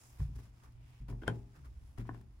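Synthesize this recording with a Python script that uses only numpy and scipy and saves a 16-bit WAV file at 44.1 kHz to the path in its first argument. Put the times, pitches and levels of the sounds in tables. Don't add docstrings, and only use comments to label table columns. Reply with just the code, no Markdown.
import sys
import numpy as np
from scipy import signal
from scipy.io import wavfile

SR = 44100
rng = np.random.default_rng(int(sys.argv[2]) if len(sys.argv) > 2 else 0)


def dump_mix(stems):
    frames = np.atleast_2d(stems).T
    limited = np.clip(frames, -1, 1)
    pcm = np.round(limited * 32767).astype(np.int16)
    wavfile.write(sys.argv[1], SR, pcm)


N = 105840
T = np.arange(N) / SR


def from_db(db):
    return 10 ** (np.asarray(db) / 20)


def rms_one(x):
    return x / np.sqrt(np.mean(x ** 2) + 1e-30)


def pan(db):
    return from_db(np.array([[db], [-db]]) / 2)


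def at_hz(points, hz):
    table_hz, values = np.array(points)[:, 0], np.array(points)[:, 1]
    return np.interp(np.log(hz), np.log(table_hz), values)


def level(rows):
    return from_db(np.interp(T, *np.transpose(rows)))


def dying(t60):
    return np.exp(-np.log(1000) * T / t60)


def ring(hz, t60):
    return np.sin(2 * np.pi * hz * T) * dying(t60)


def struck_modes(modes):
    total = 0
    for k, (hz, db, t60) in enumerate(modes):
        total = total + (-1) ** k * from_db(db) * ring(hz, t60)
    return total


def through(x, response):
    return signal.fftconvolve(np.atleast_2d(x), np.atleast_2d(response), axes=-1)[:, :N]


def bandpass(x, low, high):
    return signal.sosfilt(signal.butter(2, [low, high], "band", fs=SR, output="sos"), x)


def soften(x, hz):
    return signal.sosfilt(signal.butter(2, min(hz, .45 * SR), fs=SR, output="sos"), x + 1e-18)


def delayed(x, s):
    return np.concatenate([np.zeros(int(max(s, 0) * SR)), x])[:N]


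def contact(s, hz):
    return soften(delayed(signal.unit_impulse(N), s), hz)


def blow(s, db, contact_hz):
    return from_db(db) * soften(contact(s, contact_hz), contact_hz)


# frequency in Hz, left-right correlation (0-1).
STEREO_LIKENESS = [(120, 0.95), (300, 0.66), (600, 0.11), (1500, 0.04), (4000, 0.05), (12000, 0.032)]


def noise(spectrum, t60s=None):
    edges = np.geomspace(20, 17000, 27)
    white = rng.standard_normal((2, 2, N)) * np.sqrt(SR / 2)
    out = 0
    for k, (low, high) in enumerate(zip(edges, edges[1:])):
        hz = np.sqrt(low * high)
        mid, side = bandpass(white[k % 2], low, high)
        alike = np.clip(at_hz(STEREO_LIKENESS, hz), 0, 1)
        band = np.sqrt((1 + alike) / 2) * mid + np.sqrt((1 - alike) / 2) * side * [[1], [-1]]
        fade = dying(at_hz(t60s, hz)) if t60s else 1
        out = out + band * (from_db(at_hz(spectrum, hz)) * fade)
    return out


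GRAINS_PER_S = 690


def grainy(depth_db):
    knots = rng.standard_normal(N)
    return rms_one(from_db(depth_db * np.interp(T * GRAINS_PER_S, np.arange(N), knots)))


# frequency in Hz, density in dB per Hz.
AIR_SPECTRUM = [(30, -87), (150, -101), (270, -95.5), (480, -112), (750, -109), (1300, -115),
                (2500, -121.5), (6000, -129), (15000, -138)]


def room_tone():
    return noise(AIR_SPECTRUM)


# time in seconds, level in dB.
CLOTH_LEVEL = [(0, -72), (.018, -68.5), (.08, -71), (.23, -67), (.3, -75), (.46, -69.5), (.52, -78.5),
               (.6, -71), (.79, -80.5), (.9, -71.5), (1.0, -74.5), (1.05, -80), (1.37, -70), (1.44, -77),
               (1.56, -73.5), (1.72, -76.5), (1.89, -74.5), (1.95, -78.5), (2.18, -73.5), (2.25, -80),
               (2.4, -78.5)]
# frequency in Hz, relative density in dB per Hz.
CLOTH_SPECTRUM = [(230, -1.5), (480, 3), (750, 9.5), (1500, 3.5), (2500, 2.5), (4000, -3.5), (6300, -1),
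                  (7500, -7.5), (9900, -1.5), (11500, -12), (15500, -9.5)]
# middle in seconds, half length in seconds, centre in Hz, level in dB.
SWISHES = [(0.043, 0.1, 7200, -67.5), (0.096, 0.13, 12900, -75.5), (0.652, 0.042, 1130, -68.5),
           (0.913, 0.15, 2420, -76), (1.566, 0.037, 1430, -72), (1.659, 0.019, 1240, -66),
           (1.89, 0.093, 9800, -82.5)]
SWISH_WIDTH = 0.63
CLOTH_GRAIN_DB, CLOTH_PAN_DB = 2, -1.5


def cloth():
    out = level(CLOTH_LEVEL) * rms_one(noise(CLOTH_SPECTRUM))
    for s, half, hz, db in SWISHES:
        peak = signal.iirpeak(hz, 1 / SWISH_WIDTH, fs=SR)
        hiss = rng.standard_normal((2, N))
        for _ in range(2):
            hiss = signal.lfilter(*peak, hiss)
        out = out + from_db(db) * np.exp(-((T - s) / half) ** 2) * rms_one(hiss)
    return out * grainy(CLOTH_GRAIN_DB) * pan(CLOTH_PAN_DB)


# time in seconds, level in dB.
RUMBLE_LEVEL = [(0, -59), (.6, -59.5), (.68, -55), (.78, -51.5), (.84, -58), (.92, -56), (.96, -65),
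                (1.45, -53.5), (1.53, -63.5), (1.68, -52), (1.82, -49.5), (1.93, -55), (2.2, -57.5),
                (2.4, -58)]
# frequency in Hz, relative density in dB per Hz.
RUMBLE_SPECTRUM = [(20, -11), (35, 0), (57, 14), (80, -1), (130, -6.5), (180, -21), (300, -37),
                   (500, -47.5), (2000, -77.5)]
# time in seconds, level in dB.
HUM_LEVEL = [(0, -66), (.62, -69), (.76, -56.5), (.93, -57.5), (1.1, -70), (1.5, -69), (1.68, -60.5),
             (1.85, -70), (2.4, -76)]
HUM_HZ, HUM_WIDTH_HZ = 120.6, 3.8


def rumble():
    resonance = np.sin(2 * np.pi * HUM_HZ * T) * np.exp(-np.pi * HUM_WIDTH_HZ * T)
    hum = through(rng.standard_normal(N), resonance)
    even = np.cos(np.angle(signal.hilbert(hum)))
    smooth = bandpass(even, .85 * HUM_HZ, 1.15 * HUM_HZ)
    return level(RUMBLE_LEVEL) * rms_one(noise(RUMBLE_SPECTRUM)) + level(HUM_LEVEL) * rms_one(smooth)


# start in seconds, length in seconds, rub level in dB, grit level in dB.
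SCUFFS = [(0.184, 0.046, -65.5, -70), (0.352, 0.0096, -66, -69), (0.382, 0.017, -65.5, -70),
          (0.429, 0.015, -84, -75), (0.633, 0.0052, -66, -67), (1.08, 0.029, -59.5, -67.5),
          (1.215, 0.013, -61, -78), (1.55, 0.02, -68, -74.5), (1.644, 0.016, -69.5, -73.5),
          (1.973, 0.035, -58, -70.5), (2.051, 0.045, -67, -89), (2.129, 0.032, -67, -85)]
SCUFF_ATTACK_S, SCUFF_RELEASE_S = 0.005, 0.017
# end in seconds, rise time in seconds, level in dB.
PILE_SQUEEZE = (1.279, 0.0054, -42)
# start in seconds, level in dB.
TICKS = [(0.361, -68), (0.722, -68), (1.2867, -61), (1.984, -58.5), (2.071, -69), (2.078, -69),
         (2.147, -71), (2.2128, -65)]
TICK_DECAY_S = 0.0019
# frequency in Hz, relative density in dB per Hz.
RUB_SPECTRUM = [(150, -16), (400, 3), (1000, -1), (1700, -2.5), (3000, -12), (6000, -28), (15000, -86)]
# frequency in Hz, relative density in dB per Hz.
GRIT_SPECTRUM = [(500, -39), (2500, -1), (5000, 4.5), (8000, 1), (10000, 6), (12000, -4), (15500, -1)]
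PILE_GRAIN_DB, SCUFF_PAN_DB = 2.5, 1


def scuffs():
    rub, grit = 0, 0
    for s, length, rub_db, grit_db in SCUFFS:
        attack = np.clip((T - s) / SCUFF_ATTACK_S, 0, 1)
        release = np.exp(-np.maximum(T - s - length, 0) / SCUFF_RELEASE_S)
        rub = rub + from_db(rub_db) * attack * release
        grit = grit + from_db(grit_db) * attack * release
    s, rise, db = PILE_SQUEEZE
    rub = rub + from_db(db) * np.exp(-np.abs(T - s) / rise) * (T < s)
    ticks = sum(from_db(db) * delayed(np.exp(-T / TICK_DECAY_S), s) for s, db in TICKS)
    grain = grainy(PILE_GRAIN_DB)
    bursts = rub * rms_one(noise(RUB_SPECTRUM)) + (grit + ticks) * rms_one(noise(GRIT_SPECTRUM))
    return pan(SCUFF_PAN_DB) * grain * bursts


# frequency in Hz, density in dB per Hz.
STAIRWELL_SPECTRUM = [(30, -91), (70, -73.5), (140, -67.5), (230, -62.5), (330, -62), (500, -71.5),
                      (850, -78), (1500, -85), (3000, -82.5), (6000, -106), (15000, -113)]
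# frequency in Hz, 60 dB decay in seconds.
STAIRWELL_T60 = [(50, 0.72), (180, 0.62), (330, 0.27), (700, 0.37), (1600, 0.17), (10000, 0.035)]
# frequency in Hz, level in dB, 60 dB decay in seconds.
WALL_MODES = [(117.51, -33.5, 0.56), (226.5, -48, 0.47), (302.2, -54, 0.77), (373, -48, 0.41),
              (404, -50.5, 0.57), (462.3, -49.5, 0.2), (682, -60, 0.55), (837, -59, 0.58)]
STAIRWELL_PAN_DB = 3


def stairwell():
    waves = sum(from_db(db) * ring(hz, t60) for hz, db, t60 in WALL_MODES)
    return (noise(STAIRWELL_SPECTRUM, STAIRWELL_T60) + waves) * pan(STAIRWELL_PAN_DB)


# start in seconds, flex in Hz, flex level in dB, board in Hz,
# board level in dB, level sent to the stairwell in dB, contact cut-off in Hz.
FOOTFALLS = [(.196, 59.5, -27.5, 90.8, -34, -6.5, 109), (.204, 42.6, -38, 142.8, -31.5, -5.5, 120),
             (.286, 59.3, -35.5, 138, -44.5, -9, 190), (0.353, 59, -40.5, 95.3, -47, -16.5, 310),
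             (1.003, 50.6, -39, 143, -46, -14, 242), (1.086, 58, -42, 146, -43, -10.5, 405),
             (1.123, 47, -35.5, 119.7, -43.5, -15.5, 355), (1.2194, 50.8, -41, 326, -42.5, -15.5, 605),
             (1.28, 47.8, -52, 162.3, -33.5, -10, 514), (1.298, 71, -54, 120.3, -41, -7, 474),
             (1.575, 67.5, -47.5, 136.5, -49.5, -23.5, 298), (1.983, 45.5, -38.5, 117.2, -45, -4, 334),
             (2.091, 44, -64, 117.7, -49, -11, 357)]
FLEX_T60_S, LOAD_S = 0.39, 0.0058
BOARD_RING_CYCLES = 37.6


def thuds(room):
    treads, blows = 0, 0
    loading = 1 - np.exp(-(T / LOAD_S) ** 2)
    for s, flex_hz, flex_db, board_hz, board_db, room_db, contact_hz in FOOTFALLS:
        flex = from_db(flex_db) * ring(flex_hz, FLEX_T60_S)
        board = from_db(board_db) * ring(board_hz, BOARD_RING_CYCLES / board_hz)
        treads = treads + delayed((flex + board) * loading, s)
        blows = blows + blow(s, room_db, contact_hz)
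    return treads + through(blows, room)


HEEL_SINK_S, SINK_HZ, SINK_DB = 0.00269, 940, -9.5
SHADOW_HZ, SHADOW_LEAK_DB = 2010, -10.5
NEAR_WALL_DB, NEAR_WALL_T60_S, NEAR_WALL_BUILD_S = -10, 0.11, 0.0093


def knocks(room, hits, shoe):
    direct, sent = 0, 0
    for s, db, contact_hz, pan_db, room_db in hits:
        force = blow(s, db, contact_hz)
        direct = direct + pan(pan_db) * force
        sent = sent + from_db(room_db) * force
    bottoming = from_db(SINK_DB) * delayed(soften(shoe, SINK_HZ), HEEL_SINK_S)
    left, right = through(direct, shoe + bottoming)
    scatter = rng.standard_normal((2, N)) * dying(NEAR_WALL_T60_S) * (1 - dying(NEAR_WALL_BUILD_S))
    wall_response = from_db(NEAR_WALL_DB) * rms_one(scatter) / np.sqrt(N)
    near = through((left + right) / 2, wall_response)
    leak = from_db(SHADOW_LEAK_DB)
    shadowed = leak * right + (1 - leak) * soften(right, SHADOW_HZ)
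    return np.array([left, shadowed]) + near + through(sent, room)


# start in seconds, level in dB, contact cut-off in Hz,
# left minus right in dB before the shadow, level sent to the stairwell in dB re the blow.
SOLE_KNOCKS = [(.202, -18, 3180, 12, -4), (0.389, -21.5, 6000, 4, -6.5), (1.088, -16.5, 3200, 7, -2.5),
               (1.104, -14, 980, 6, -1), (1.1248, -18.5, 1970, 10, -3), (1.222, -10, 780, -5, -8),
               (1.649, -28.5, 3030, 1, -3.5), (1.9811, -21, 6540, 19, -10.5), (2.052, -22, 2000, -1, -6),
               (2.091, 2, 1950, 5.5, -19), (2.1103, -16.5, 1980, -8, -5), (2.1453, -15.5, 2800, 8, -9.5),
               (2.164, -22.5, 1500, -1, -7), (2.2117, -27, 6040, 10, -14)]
# frequency in Hz, level in dB, 60 dB decay in seconds.
SOLE_MODES = [(297, -36.5, 0.032), (773, -38, 0.018), (1057, -36.5, 0.016), (1270, -43, 0.011),
              (1500, -41, 0.019), (1787, -40.5, 0.023), (3000, -37.5, 0.0024)]


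def soles(room):
    return knocks(room, SOLE_KNOCKS, struck_modes(SOLE_MODES))


# start in seconds, level in dB, contact cut-off in Hz,
# left minus right in dB before the shadow, level sent to the stairwell in dB re the blow.
HEEL_HITS = [(1.2209, -24.5, 5200, 2, -6), (1.234, -21.5, 6560, 2, 5), (1.2787, -0.6, 15100, 5.5, -0.5),
             (1.297, -22, 6030, 4, -3.5)]
# frequency in Hz, level in dB, 60 dB decay in seconds.
HEEL_MODES = [(222, -30.5, 0.04), (502, -25.5, 0.032), (688, -33.5, 0.027), (832, -37, 0.082),
              (1025, -43.5, 0.092), (1445, -23.5, 0.022), (1582, -25, 0.025), (1777, -39.5, 0.053),
              (2056, -30.5, 0.008), (3166, -35.5, 0.031), (5240, -34, 0.002), (7410, -38, 0.0062),
              (9220, -35, 0.0046), (12400, -38, 0.0012)]


def heels(room):
    return knocks(room, HEEL_HITS, struck_modes(HEEL_MODES))


def scene():
    room = stairwell()
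    steps = thuds(room) + heels(room) + soles(room)
    return steps + scuffs() + cloth() + rumble() + room_tone()


# frequency in Hz, gain in dB, Q.
MIC_COLOUR = [(4450, -0.5, 9.5), (5110, 4, 25), (8420, -9.5, 14), (9950, 3, 11.4)]
CUTOFF_HZ = 15800


def record(dry):
    for hz, db, q in MIC_COLOUR:
        dry = dry + (from_db(db) - 1) * signal.lfilter(*signal.iirpeak(hz, q, fs=SR), dry)
    return signal.sosfilt(signal.ellip(10, .1, 70, CUTOFF_HZ, fs=SR, output="sos"), dry)


dry = scene()
out = record(dry)
dump_mix(out)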